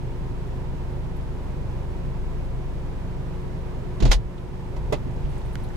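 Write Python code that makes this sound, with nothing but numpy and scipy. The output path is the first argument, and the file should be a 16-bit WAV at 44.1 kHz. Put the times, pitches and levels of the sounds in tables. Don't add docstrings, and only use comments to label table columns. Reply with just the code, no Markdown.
import sys
import numpy as np
from scipy import signal
from scipy.fft import rfft, irfft
from scipy.io import wavfile
from scipy.ndimage import uniform_filter1d

SR = 44100
rng = np.random.default_rng(int(sys.argv[2]) if len(sys.argv) > 2 else 0)


def invert_db(x):
    u = np.asarray(x, float) / 20
    return 10 ** u


def wav_record(signal):
    frames = np.transpose(np.atleast_2d(signal))
    bounded = np.clip(frames, -1, 1)
    quanta = np.round(bounded * 32767).astype(np.int16)
    wavfile.write(sys.argv[1], SR, quanta)


N = 254192
TIME = np.arange(N) / SR

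# (frequency [Hz], left over right [dB])
HATCH_BALANCE = [(60, 1), (110, -5), (200, -6), (380, -2.5), (700, -5.5), (1290, -8.5), (2380, -5),
                 (4400, -3), (8120, -1), (15000, -1.0)]
# (frequency [Hz], level [dB], t60 [s])
LATCH_MODES = [(720, -3, .06), (950, -4, .07), (1990, -7, .08), (3260, -13, .07), (3420, -8, .09),
               (4210, -7, .08), (4740, -4, .09), (5290, -8, .07), (6020, -11, .07), (6370, -9, .07),
               (6700, -4, .08)]


def rms_one(x):
    return x / np.sqrt(np.mean(x ** 2) + 1e-20)


def at_hz(points, hz):
    table = np.array(points)
    return np.interp(np.log(hz + 1), np.log(table[:, 0]), table[:, 1])


def drift(rate):
    r = np.exp(-80 * np.pi * rate / SR)
    noise = rng.standard_normal(N // 40 + 2002)
    slow = signal.lfilter([1], [1, -2 * r, r * r], noise)[2000:]
    return np.interp(np.arange(N) / 40, np.arange(len(slow)), rms_one(slow))


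def pair(left_right_db):
    return invert_db(np.array([[.5], [-.5]]) * left_right_db)


def coloured(spectrum, alike, lean_db):
    hz = np.arange(N // 2 + 1) * SR / N
    mid, side = rfft(rng.standard_normal((2, N))) * invert_db(at_hz(spectrum, hz))
    share = np.clip(alike(hz), -1, 1)
    both = np.sqrt(1 + share) * mid + np.sqrt(1 - share) * side * [[1], [-1]]
    return rms_one(irfft(both * pair(lean_db(hz)), N))


def resonate(x, hz, width_hz):
    r = np.exp(-np.pi * width_hz / SR)
    angle = 2 * np.pi * min(hz, SR / 2.2) / SR
    return signal.lfilter([(1 - r * r) / 2, 0, (r * r - 1) / 2], [1, -2 * r * np.cos(angle), r * r], x)


def struck(s, rise_s, t60):
    out = np.zeros(N)
    first = int(np.ceil(s * SR))
    age = TIME[first:first + int(2 * t60 * SR)] - s
    out[first:first + len(age)] = (1 - np.exp(-age / max(rise_s, 1e-4))) * invert_db(-60 * age / t60)
    return out


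def tones(rows, phase, wobble_db, slip_rad):
    out = np.zeros((2, N))
    for multiple, level_db, left_right_db, lag in rows:
        angle = multiple * phase + rng.uniform(0, 2 * np.pi) + slip_rad * multiple * drift(1.0)
        gain = np.sqrt(2) * invert_db(level_db + wobble_db * drift(1.6)) * pair(left_right_db)
        out += gain * np.sin([angle - lag, angle])
    return out


def clack(blows, colour, modes, modes_db, alike):
    grain = coloured(colour, lambda hz: alike + 0 * hz, lambda hz: at_hz(HATCH_BALANCE, hz))
    burst = grain * sum(invert_db(db - 1.5) * struck(s, rise_s, t60) for s, db, rise_s, t60 in blows)
    span = slice(int(blows[0][0] * SR), int((blows[-1][0] + .5) * SR))
    white = rms_one(rng.standard_normal((2, N)) + 0.59 * rng.standard_normal(N))
    force = sum(invert_db(db) * struck(s, rise_s, t60 / 2) for s, db, rise_s, t60 in blows)
    excitation = (white * force + 1e-18)[:, span]
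    for hz, db, t60 in modes:
        ringing = resonate(excitation, hz, 2 * np.log(1000) / np.pi / t60)
        burst[:, span] += invert_db(db + modes_db) * pair(at_hz(HATCH_BALANCE, hz)) * ringing
    return burst


def rings(rows, leaning, cycles=32, rise_s=None, left_lag_s=0.003):
    out = np.zeros((2, N))
    for s, peak_db, sign, hz in rows:
        lag_s = left_lag_s * 45 / (hz + 45)
        t60 = min(cycles / hz, 0.22)
        mode_rise_s = rise_s or 0.21 / hz
        swing = []
        for start in (s + lag_s, s - lag_s):
            swing.append(struck(start, mode_rise_s, t60) * np.sin(2 * np.pi * hz * (TIME - start)))
        out += np.sign(sign) * invert_db(peak_db) * pair(at_hz(leaning, hz)) * swing
    return out


def engine():
    # (time [s], firing rate [Hz], cabin level [dB])
    idle = [
        (0, 25.75, -0.5),
        (1.3, 26.05, 1),
        (2.5, 25.8, 1),
        (3.5, 25.84, -1.5),
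        (3.95, 25.9, -1.5),
        (4.25, 25.9, -5),
        (4.55, 26.05, -2.5),
        (5.1, 25.9, 0),
        (5.76, 25.7, -1),
    ]
    # (multiple of firing rate [1], level [dB], left over right [dB], left phase lag [rad])
    orders = [(.5, -57, 9, 1.2), (.75, -55, 6, 1.2), (1, -32.3, 3.5, 1.23), (1.39, -46, 3, 1.1),
              (2, -35.5, -1, .95), (2.25, -53, -2, .8), (3, -42, -6, .63), (4, -48, -2.5, .5),
              (4.25, -52, -4, .5), (4.5, -52, -2, .5), (4.75, -45.5, -5, .4), (5, -47, -2, .4),
              (5.5, -46, -4, .4), (6, -54, -2, .3), (8, -59, -7, .3), (16.7, -62, -3, .5),
              (18.1, -62, -3, .5)]
    s, firing_hz, boom_db = np.transpose(idle)
    phase = 2 * np.pi * np.cumsum(np.interp(TIME, s, firing_hz)) / SR
    low = [row for row in orders if row[0] < 3.5]
    high = [row for row in orders if row[0] > 3.5]
    boom = tones(low, phase, wobble_db=1.0, slip_rad=0.045)
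    rough = rng.standard_normal(N) + 0.36 * rng.standard_normal((2, N))
    band = rms_one(resonate(resonate(rough, 132.6, 61), 132.6, 61)) * pair(-6.5)
    drone = tones(high, phase, wobble_db=2.5, slip_rad=0.082)
    drone += invert_db(-41.5 + 2.0 * drift(16.0)) * band
    level_db = np.interp(TIME, s, boom_db)
    drone_follows = .6
    return invert_db(level_db) * boom + invert_db(drone_follows * level_db - 0.45) * drone


def blower():
    # (frequency [Hz], spectral density [dB per Hz])
    air_colour = [(9, -46), (17, -15.5), (45, -15), (90, -10), (150, -11), (195, -21.5), (250, -15.5),
                  (327, -20.5), (450, -21), (854, -27.5), (1030, -30), (1130, -32), (2170, -37),
                  (6000, -50), (15600, -60.5)]
    # (frequency [Hz], left-right likeness [1])
    likeness = [(60, 0.55), (130, 0.67), (290, 0.35), (640, 0.38), (1410, 0.32), (3100, -0.18),
                (6820, 0.31), (15000, -0.24)]
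    # (frequency [Hz], left over right [dB])
    air_balance = [(60, 3), (110, -6.5), (200, -7.5), (380, -2.5), (700, -3.0), (1290, -2), (2380, -4),
                   (4400, -0.5), (8120, -1.5), (15000, -1.0)]
    # (frequency [Hz], width [Hz], level [dB])
    vents = [(387, 94, -53.5), (940, 163, -56)]
    # (frequency [Hz], level [dB], left over right [dB], left phase lag [rad])
    hum = [(179.85, -45.5, 2, .3), (359.7, -47, -.5, .5), (539.6, -60.5, -5, .5)]
    air = coloured(air_colour, lambda hz: at_hz(likeness, hz), lambda hz: at_hz(air_balance, hz))
    out = invert_db(-37.5 + 0.26 * drift(9.6)) * air
    for hz, width_hz, level_db in vents:
        out += invert_db(level_db + 1.9 * drift(19.0)) * rms_one(resonate(air, hz, width_hz))
    return out + tones(hum, 2 * np.pi * TIME, wobble_db=1.5, slip_rad=.001)


def handling():
    # (time [s], peak level [dB], centre frequency [Hz], t60 [s])
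    ticks = [(1.165, -57, 12000, .06), (4.379, -48, 3000, .05), (4.765, -53, 5000, .05),
             (5.163, -52, 5000, .02), (5.178, -48, 1500, .03), (5.25, -51, 2500, .07),
             (5.293, -60, 8000, .03), (5.303, -60, 9000, .07), (5.379, -52, 7400, .04),
             (5.415, -51, 3200, .03), (5.456, -58, 8250, .06), (5.53, -56, 8500, .08),
             (5.549, -47, 11000, .015), (5.554, -41, 3000, .025), (5.635, -53, 9500, .08),
             (5.64, -52, 3500, 0.082), (5.688, -47, 6500, .015), (5.703, -42, 1500, .03)]
    rustle_from_s, rustle_rise_s, rustle_db = 5.25, .08, -56
    noise = rms_one(rng.standard_normal((2, N)) + 0.49 * rng.standard_normal(N)) * pair(-2.0)
    rustle = rms_one(resonate(noise, 1300, 1200))
    onset = (1 + np.tanh((TIME - rustle_from_s) / rustle_rise_s)) / 2
    out = rustle * invert_db(rustle_db + 3.2 * drift(10.0)) * onset
    for s, db, hz, t60 in ticks:
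        span = slice(int(s * SR) - 500, int(s * SR) + SR // 4)
        width_hz = .5 * hz
        colour = rms_one(resonate(resonate(noise[:, span], hz, width_hz), hz, width_hz))
        out[:, span] += invert_db(db) * colour * struck(s, .0008, t60)[span]
    return out


def striker_chatter():
    # (time [s], peak level [dB], rise [s], t60 [s])
    contacts = [
        (4.002, -24, 0.00093, 0.072),
        (4.022, -21, 0.0032, 0.13),
        (4.051, -17.5, 0.0023, .12),
        (4.075, -34.5, 0.0027, 0.2),
        (4.094, -35.5, 0.0033, .1),
    ]
    # (frequency [Hz], spectral density [dB per Hz])
    chatter_colour = [(120, -32), (200, -2), (300, -4), (655, -8.5), (1460, -24), (3200, -22), (4280, -22),
                      (6640, -31), (9000, -41), (12000, -56), (15600, -70)]
    return clack(contacts, chatter_colour, LATCH_MODES, modes_db=7.5, alike=.45)


def hatch_thumps():
    # (time [s], peak level [dB], direction [sign], frequency [Hz])
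    squeeze = [
        (4.022, 2.5, 1, 42),
    ]
    # (time [s], peak level [dB], direction [sign], frequency [Hz])
    air_pushes = [
        (4.088, 0, -1, 39.4),
        (4.144, -7.5, -1, 45.4),
        (4.254, -16.5, 1, 45),
        (4.46, -22, -1, 47),
        (4.772, -20, 1, 50),
        (4.843, -15, -1, 42),
        (5.16, -27, 1, 45.5),
        (5.237, -17, -1, 40),
        (5.545, -21.5, -1, 50),
    ]
    # (time [s], peak level [dB], direction [sign], frequency [Hz])
    panel_blows = [(4.003, -22.5, -1, 192), (4.0207, -19, 1, 337), (4.024, -21, 1, 479),
                   (4.034, -11.5, -1, 128), (4.048, -22, 1, 270), (4.057, -18, -1, 111),
                   (4.07, -22.5, 1, 200), (4.195, -20.5, 1, 115.5), (4.93, -22, 1, 129),
                   (5.065, -28, 1, 260), (5.255, -24.5, 1, 144)]
    thumps = rings(squeeze, HATCH_BALANCE, rise_s=0.021)
    return thumps + rings(air_pushes, HATCH_BALANCE) + rings(panel_blows, HATCH_BALANCE)


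def latch_snap():
    # (time [s], peak level [dB], rise [s], t60 [s])
    contacts = [
        (4.109, -25, 0.00098, 0.065),
        (4.1145, -10, 0.0011, 0.082),
        (4.127, -22.5, 0.0024, 0.094),
        (4.14, -44, .002, 0.093),
    ]
    # (frequency [Hz], spectral density [dB per Hz])
    snap_colour = [(180, -25), (350, -4), (900, -1.5), (1150, -9.5), (1980, -7), (2710, -10.5),
                   (3400, -5.5), (5000, -8), (6950, -15), (7600, -17.5), (11000, -25.5), (14000, -35),
                   (15600, -48)]
    return clack(contacts, snap_colour, LATCH_MODES, modes_db=14.0, alike=0.33)


def motor_release():
    # (time [s], peak level [dB], rise [s], t60 [s])
    contacts = [
        (4.761, -36, .005, 0.11),
        (4.9235, -18.5, 0.0027, 0.11),
        (4.94, -30, 0.004, 0.037),
    ]
    # (frequency [Hz], spectral density [dB per Hz])
    release_colour = [(120, -32), (250, -4), (450, -1), (900, -3.5), (1660, -17.5), (2200, -20),
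                      (3200, -15), (6500, -28.5), (9000, -36), (12000, -51), (15600, -60)]
    # (frequency [Hz], level [dB], t60 [s])
    release_modes = [(307, 0, 0.2), (602, 10.5, 0.1), (950, 1.5, 0.085), (2040, -0.5, 0.092),
                     (2605, -6.5, 0.1), (4160, -28, 0.11), (5550, -14, 0.08), (6900, -15, 0.051),
                     (8387, -34, 0.12), (8630, -19, 0.062)]
    # (time [s], peak level [dB], direction [sign], frequency [Hz])
    plate_knock = [
        (4.9229, -15, -1, 430),
        (4.9245, -20, 1, 540),
        (4.9285, -25, 1, 330),
        (4.934, -20, -1, 560),
        (4.926, -27, 1, 800),
    ]
    click = clack(contacts, release_colour, release_modes, modes_db=15, alike=0.32)
    return click + rings(plate_knock, HATCH_BALANCE)


def snick():
    # (frequency [Hz], peak level [dB])
    case_modes = [(1500, -26), (2200, -31), (3200, -32), (4600, -35), (6600, -34), (9500, -39),
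                  (13000, -38)]
    rows = [(5.5553, db, (-1) ** (k + 1), hz) for k, (hz, db) in enumerate(case_modes)]
    return rings(rows, [(1500, -5), (8000, -17)], cycles=14, left_lag_s=0.00085)


def scene():
    background = engine() + blower() + handling()
    landing = striker_chatter() + hatch_thumps() + latch_snap()
    return background + landing + motor_release() + snick()


def roll_off(x):
    return signal.sosfilt(signal.butter(12, 15790, fs=SR, output="sos"), x)


def record(dry):
    level_db = 10 * np.log10(uniform_filter1d(np.mean(dry ** 2, axis=0), size=1500) + 1e-12)
    over_db = 0.31 * np.maximum(level_db + 19.5, 0)
    release_db = 4.6 * TIME
    held_db = np.maximum.accumulate(over_db + release_db) - release_db
    r = np.exp(-1 / (0.037 * SR))
    ducked = dry * invert_db(-signal.lfilter([1 - r], [1, -r], held_db))
    low_pass = signal.cheby2(18, 50, 16100, fs=SR, output="sos")
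    return roll_off(signal.sosfilt(low_pass, ducked))


dry = scene()
out = record(dry)
wav_record(out)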